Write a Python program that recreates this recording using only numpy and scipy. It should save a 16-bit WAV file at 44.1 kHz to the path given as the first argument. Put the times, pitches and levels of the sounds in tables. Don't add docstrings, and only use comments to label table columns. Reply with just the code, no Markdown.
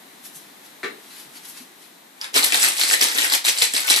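import sys
import numpy as np
from scipy import signal
from scipy.fft import rfft, irfft, next_fast_len
from scipy.io import wavfile
from scipy.ndimage import map_coordinates

SR = 44100
rng = np.random.default_rng(int(sys.argv[2]) if len(sys.argv) > 2 else 0)


def wav_record(signal):
    frames = np.transpose(np.atleast_2d(signal))
    bounded = np.clip(frames, -1, 1)
    quanta = np.round(bounded * 32767).astype(np.int16)
    wavfile.write(sys.argv[1], SR, quanta)


N = 176400
T = np.arange(N) / SR

# (frequency [Hz], level [dB])
AIR_TONE = [(15, -64), (25, -32), (33, -57), (91, -32), (173, -8.5), (264, -4.5), (436, -8), (511, -11),
            (703, -6.5), (846, -6.5), (940, -8), (1330, -11.5), (1970, -9.5), (2710, -14.5), (3930, -11),
            (4850, -17.5), (14000, -18)]
# (time [s], level [dB])
AIR_LEVELS = [(0, -48.5), (1.3, -48), (2.1, -51), (4, -53)]
# (time [s], level [dB], pitch [Hz])
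SOFT_BUMPS = [(.06, -52, 280), (.36, -50, 164), (1.27, -55.5, 140), (1.604, -40.5, 254)]
# (time [s], level [dB], rise [s], fall [s], extra crispness [dB])
RUSTLE_SWELLS = [(.255, -43, .035, 0.051, 4.5), (.358, -50, 0.034, 0.051, 12), (.42, -58.5, .08, .2, 0),
                 (.65, -50, .03, 0.064, -2), (1.13, -50.5, 0.27, .15, -14), (1.2, -47, .12, 0.08, 3),
                 (1.366, -43, 0.056, 0.049, -3.5), (1.452, -41.5, 0.033, 0.043, -1),
                 (1.49, -48.5, 0.023, 0.07, 11), (1.575, -42, 0.046, 0.059, -11),
                 (1.615, -55, .04, 0.05, 5), (1.83, -51.5, 0.1, 0.1, -2)]
# (frequency [Hz], level [dB])
STRAW_TONE = [(300, -27), (1000, -6), (2000, -1.5), (4400, 2), (7000, -4), (11000, -2.5), (14000, -13)]
# (frequency [Hz], level [dB])
CRISP_TONE = [(1500, -21), (4000, -13), (6000, -2), (9000, -3), (11500, 4.5), (14000, -10)]
# (time [s], level [dB])
WOOD_KNOCKS = [(.831, -31), (.843, -30)]
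# (pitch [Hz], level [dB], ring time [s])
WOOD_NOTES = [(207.4, -15, 0.29), (290, -9, 0.29), (370, -3.5, 0.2), (431, -6.5, 0.21), (1180, -6, 0.18),
              (1500, -8, .08), (1670, -7, .12), (1830, 0, 0.15), (2045, -1, .12), (2700, -11, 0.17),
              (3830, -14, .05), (4050, 3, 0.056)]
# (frequency [Hz], level [dB])
CLACK_TONE = [(59, -82), (100, -34.5), (406, -2), (527, -10), (943, -18.5), (1150, -8.5), (2020, -4.5),
              (3140, -17), (3990, -15.5), (5070, -23.5), (12000, -34.5), (15600, -69), (22000, -120)]
# (time [s], level [dB], rise [s], fall [s])
TIP_SLIDES = [(2.18, -49, .04, .08), (2.222, -36.5, 0.022, 0.098), (2.245, -34, 0.029, 0.038),
              (2.367, -15.5, .018, 0.042)]
# (frequency [Hz], level [dB])
SLIDE_TONE = [(200, -29), (500, -10), (900, 1), (1400, 3), (2200, 1), (3800, -4), (5500, -9), (8000, -8),
              (11000, -6), (14000, -23)]
# (time [s], level [dB], pitch [Hz])
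PELLET_HITS = [(2.2135, -10, 4930), (2.243, -10.5, 3660), (2.3415, -13, 4800), (2.362, -4, 3900),
               (2.4465, -11, 5140), (2.5222, 0.5, 2370), (2.552, -7, 4070), (2.678, -8, 4360),
               (2.813, -0.5, 4260), (2.835, 0, 4300), (2.9405, -4, 4090), (3.013, 1, 5670),
               (3.0835, -14, 5900), (3.1842, 1.5, 3880), (3.1935, -24, 3900), (3.220, -4, 3010),
               (3.3212, -14, 5010), (3.3368, 1, 4750), (3.443, -11.5, 3800), (3.4497, -2, 3860),
               (3.482, -2, 7800), (3.5748, -6, 3840), (3.620, 5.5, 4010), (3.7373, -2.5, 8170),
               (3.7505, -6, 3960), (3.8805, -6, 3580), (3.9003, 4.5, 3960), (3.9355, -8, 5770),
               (3.962, -2, 3840), (3.9785, -5, 4650)]
# (frequency [Hz], level [dB])
CRACK_TONE = [(80, -15.5), (200, -27), (400, -2), (1200, 0), (2300, 7), (4000, 3.5), (6500, 2),
              (8000, -0.5), (13000, -9)]
# (time [s], level [dB], sliding rise [s], settling fall [s], extra wall thud [dB])
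LANDINGS = [(2.365, -13, 0.031, 0.064, 3), (2.446, -16.5, 0.059, 0.083, -6),
            (2.548, -18.5, 0.057, 0.12, -1.5), (2.644, -15, 0.084, 0.1, -5),
            (2.684, -22, 0.045, 0.077, -2.5), (2.81, -19, 0.081, 0.22, -6.5), (2.937, -18, 0.13, 0.039, -2),
            (3.024, -15, 0.041, 0.12, -1.5), (3.195, -20, 0.11, 0.085, 1),
            (3.233, -20.5, 0.052, 0.12, -4.5), (3.322, -20, 0.05, 0.044, -4),
            (3.348, -16.5, 0.03, 0.044, -12.5), (3.457, -17, 0.01, 0.051, -12),
            (3.486, -17, 0.034, 0.052, 1), (3.638, -18.5, 0.14, 0.064, -6.5),
            (3.773, -19, 0.073, 0.083, -6), (3.914, -15.5, 0.09, 0.084, -5),
            (3.975, -24.5, 0.065, 0.14, -13)]
# (frequency [Hz], level [dB])
RATTLE_TONE = [(250, -50.5), (500, -9), (800, -6), (1000, -9), (1400, -9), (2000, -1.5), (2900, -3.5),
               (4000, -1.5), (5000, -4), (7000, -7.5), (7900, -2.5), (9400, -6.5), (11000, -6),
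               (12500, -10), (14000, -14.5)]
# (frequency [Hz], level [dB])
WALL_TONE = [(60, -37), (110, -34), (170, -15), (270, 2.5), (420, 0), (600, -2), (850, -2.5), (1400, -7),
             (3000, -55)]
# (time [s], hollow knock [dB], deep push [dB])
LOAD_JOLTS = [(2.359, -21.5, -33), (2.435, -29, -56), (2.526, -32, -44), (2.776, -44, -50),
              (2.834, -29, -61), (2.94, -30, -58), (3.02, -24, -49), (3.155, -28.5, -57), (3.189, -32, -42),
              (3.334, -35, -42), (3.479, -30, -64), (3.621, -36, -24), (3.74, -26.5, -51),
              (3.903, -23.5, -38), (3.96, -33, -61)]
# (pitch [Hz], level [dB], ring time [s])
HOLLOW_NOTES = [(272, -7.5, 0.07), (331, -4.5, .05), (427, -2.5, 0.044), (704, 1.5, 0.032)]
# (frequency [Hz], ring time [s])
ROOM_RING = [(200, 0.32), (600, 0.34), (1500, 0.25), (4000, 0.29), (12000, 0.17)]
# (frequency [Hz], likeness [-1 to 1])
SIDE_LIKENESS = [(100, 0.7), (300, 0.85), (620, -0.34), (1500, 0.13), (3000, 0.15), (14000, 0.27)]
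# (frequency [Hz], phase lag [radians])
LEFT_LAG = [(60, 3.5), (260, 0), (480, 1), (750, 4), (2100, 3), (3000, 4), (3900, 5.6), (5400, 7),
            (14000, 8.5)]
# (frequency [Hz], left minus right [dB])
SIDE_BALANCE = [(100, 1), (440, 2.5), (800, 2.5), (1400, 2.5), (2300, 4.5), (3200, 1.5), (4000, 1.6),
                (5800, -1), (7000, 0), (7900, -8), (8700, -4), (9400, 1.5), (10500, 8.5), (12200, 8.5),
                (14000, 9)]


def amp(db):
    return 10 ** (np.asarray(db) / 20)


def unit(x):
    return x / np.sqrt(np.mean(x ** 2) + 1e-20)


def along(points, hz):
    freqs, values = np.transpose(points)
    return np.interp(np.log(hz + 1), np.log(freqs + 1), values)


def filtered(x, response):
    size = next_fast_len(N + SR // 2)
    return irfft(rfft(x, size) * response(np.fft.rfftfreq(size, 1 / SR)), size)[..., :N]


def coloured(x, tone, size=4096):
    cepstrum = irfft(np.log(amp(along(tone, np.fft.rfftfreq(size, 1 / SR))) + 1e-6))
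    cepstrum[1:size // 2] *= 2
    cepstrum[size // 2 + 1:] = 0
    ring = irfft(np.exp(rfft(cepstrum)))
    return signal.fftconvolve(x, ring / np.linalg.norm(ring))[:len(x)]


def add(track, s, x):
    part = track[int(s * SR):][:len(x)]
    part += x[:len(part)]


def swell(s, rise, fall):
    return amp(-20 * np.maximum((s - T) / rise, (T - s) / fall))


def ticks(per_s, spread_db):
    sizes = amp(spread_db * np.clip(rng.standard_normal(N), -2, 2)) * rng.choice([-1, 1], N)
    return unit(sizes * (rng.random(N) < per_s / SR))


def diffuse(pair):
    def blend(hz):
        angle = np.arccos(np.clip(along(SIDE_LIKENESS, hz), -1, 1)) / 2
        return np.array([np.cos(angle), np.sin(angle)])
    mid, side = filtered(pair, blend)
    return np.array([mid + side, mid - side])


def background_air():
    noise = diffuse(rng.standard_normal((2, N)))
    air = unit(filtered(noise, lambda hz: amp(along(AIR_TONE, hz))))
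    return amp(2.5) * air * amp(np.interp(T, *np.transpose(AIR_LEVELS)))


def soft_bumps(t60=0.12, attack_s=0.0098):
    out, t = np.zeros(N), np.arange(SR // 3) / SR
    onset = 1 - np.exp(-t / attack_s)
    for s, db, hz in SOFT_BUMPS:
        add(out, s, amp(db + 7.5 - 60 * t / t60) * np.sin(2 * np.pi * hz * t) * onset)
    return out


def rustles():
    body = sum(amp(db) * swell(s, rise, fall) for s, db, rise, fall, _ in RUSTLE_SWELLS)
    crisp = sum(amp(db + extra) * swell(s, rise, fall) for s, db, rise, fall, extra in RUSTLE_SWELLS)
    stalks = coloured(body * ticks(per_s=3500, spread_db=3), STRAW_TONE)
    fibres = coloured(crisp * ticks(per_s=6000, spread_db=2), CRISP_TONE)
    return amp(-0.5) * stalks + amp(-3) * fibres


def wood_knock(clack_t60=0.11, attack_s=0.0012):
    ring, clack, t = np.zeros(N), np.zeros(N), np.arange(SR // 2) / SR
    for s, db in WOOD_KNOCKS:
        notes = 0
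        for hz, level, t60 in WOOD_NOTES:
            fade = amp(level + rng.normal(0, 1) - 60 * t / t60)
            notes += fade * np.sin(2 * np.pi * (hz * t + rng.random()))
        add(ring, s, amp(db - 3) * notes * (1 - np.exp(-t / attack_s)))
        add(clack, s, amp(db + 4 - 60 * t / clack_t60) * rng.standard_normal(len(t)))
    return ring + coloured(clack, CLACK_TONE)


def tipping():
    flow = sum(amp(db) * swell(s, rise, fall) for s, db, rise, fall in TIP_SLIDES)
    return amp(-3) * coloured(flow * ticks(per_s=2500, spread_db=4), SLIDE_TONE)


def hard_hits(ring_t60=0.007, crack_t60=0.0068, attack_s=0.0004):
    ring, crack, t = np.zeros(N), np.zeros(N), np.arange(SR // 20) / SR
    onset = 1 - np.exp(-t / attack_s)
    for s, db, hz in PELLET_HITS:
        add(ring, s, amp(db - 3 - 60 * t / ring_t60) * onset * np.sin(2 * np.pi * hz * t))
        crack_db = db - 2 + 0.61 * min(db, -7)
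        add(crack, s, amp(crack_db - 60 * t / crack_t60) * onset * rng.standard_normal(len(t)))
    return ring + coloured(crack, CRACK_TONE)


def collisions(per_s=3000, spread_db=25.5):
    when, pitch, softness, phase = rng.random((int(per_s * N / SR), 4)).T[:, :, None]
    t = np.arange(128) / SR
    hz = 800 + 13500 * pitch
    life_s = 2.06 / np.sqrt(hz * 5000)
    strength = amp(-spread_db * softness ** 0.5) / np.sqrt(life_s)
    pings = strength * np.exp(-t / life_s) * np.sin(2 * np.pi * (hz * t + phase))
    positions = (when * N).astype(int) + np.arange(len(t))
    return unit(np.bincount(positions.ravel(), pings.ravel())[:N])


def shaking(start_s=2.337, clumps_per_s=260, clump_db=1.5):
    sprays = [(s, db - 18.5, 0.002, 0.016) for s, db, _ in PELLET_HITS]
    surges = [row[:4] for row in LANDINGS] + sprays
    flow = np.sqrt(sum((amp(db) * swell(s, rise, fall)) ** 2 for s, db, rise, fall in surges))
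    flow *= (1 + np.tanh((T - start_s) / 0.0056)) / 2
    clump_sizes = rng.standard_normal(int(T[-1] * clumps_per_s) + 4)
    clumps = unit(amp(clump_db * map_coordinates(clump_sizes, [T * clumps_per_s])))
    shared, left, right = [coloured(flow * clumps * collisions(), RATTLE_TONE) for _ in range(3)]
    return amp(-2.5) * shared, amp(-5.5) * diffuse(np.array([left, right]))


def wall_patter():
    power = sum((amp(db + thud) * swell(s, rise, fall)) ** 2 for s, db, rise, fall, thud in LANDINGS)
    return amp(-20) * coloured(np.sqrt(power) * ticks(per_s=700, spread_db=5), WALL_TONE)


def jolts(push_t60=0.031, attack_s=0.0027):
    knock, push, t = np.zeros(N), np.zeros(N), np.arange(SR // 5) / SR
    for s, db, push_db in LOAD_JOLTS:
        notes = 0
        for hz, level, t60 in HOLLOW_NOTES:
            fade = amp(level + rng.normal(0, 1.7) - 60 * t / t60)
            notes += fade * np.sin(2 * np.pi * (hz * rng.normal(1, 0.033) * t + rng.random()))
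        add(knock, s, amp(db) * notes * (1 - np.exp(-t / attack_s)))
        add(push, s, amp(push_db - 60 * t / push_t60) * rng.standard_normal(len(t)))
    return knock + coloured(push, [(25, -7), (90, -4), (200, 1), (500, 6), (1500, -19)])


def room(x, build_s, early_db, late_db, early_t60=0.028):
    hop, size = 2048, 16384
    out, t = np.zeros((2, N)), np.arange(size) / SR
    onset = 1 - np.exp(-(t / build_s) ** 2)
    for start in range(-hop, N, hop):
        hz, age, bands = signal.stft(rng.standard_normal((2, size)), SR, nperseg=256)
        fade = amp(-60 * age / along(ROOM_RING, hz)[:, None])
        late = signal.istft(bands * fade, SR, nperseg=256)[1][:, :size]
        early = rng.standard_normal((2, size)) * amp(-60 * t / early_t60)
        echo = (amp(late_db) * unit(late * onset) + amp(early_db) * unit(early * onset)) / np.sqrt(size)
        span = np.arange(max(start, 0), min(start + 2 * hop, N))
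        piece = x[span] * np.sin(np.pi * (span - start) / (2 * hop))
        for side in range(2):
            add(out[side], span[0] / SR, signal.fftconvolve(piece, echo[side]))
    return diffuse(out)


def scene():
    sides = np.array([[0.5], [-0.5]])
    rattle, scatter = shaking()
    near = rattle + tipping() + wall_patter() + hard_hits()
    straw, wood = rustles(), wood_knock()
    direct = filtered(near, lambda hz: np.exp(-1j * along(LEFT_LAG, hz) * sides))
    container = direct + scatter + room(near, build_s=0.0022, early_db=-7, late_db=-2.5) + jolts()
    hutch = soft_bumps() + amp(-1.5) * straw + amp(-2) * wood
    straw_echo = room(straw, build_s=0.0016, early_db=-1, late_db=-1)
    wood_echo = room(wood, build_s=0.0025, early_db=-6.5, late_db=-0.5)
    mix = container + hutch + straw_echo + wood_echo + background_air()
    return filtered(mix, lambda hz: amp(along(SIDE_BALANCE, hz) * sides))


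def record(dry):
    top_hz = 13980
    return filtered(np.clip(dry, -1, 1), lambda hz: 1 / (1 + (hz / top_hz) ** 240))


dry = scene()
out = record(dry)
wav_record(out)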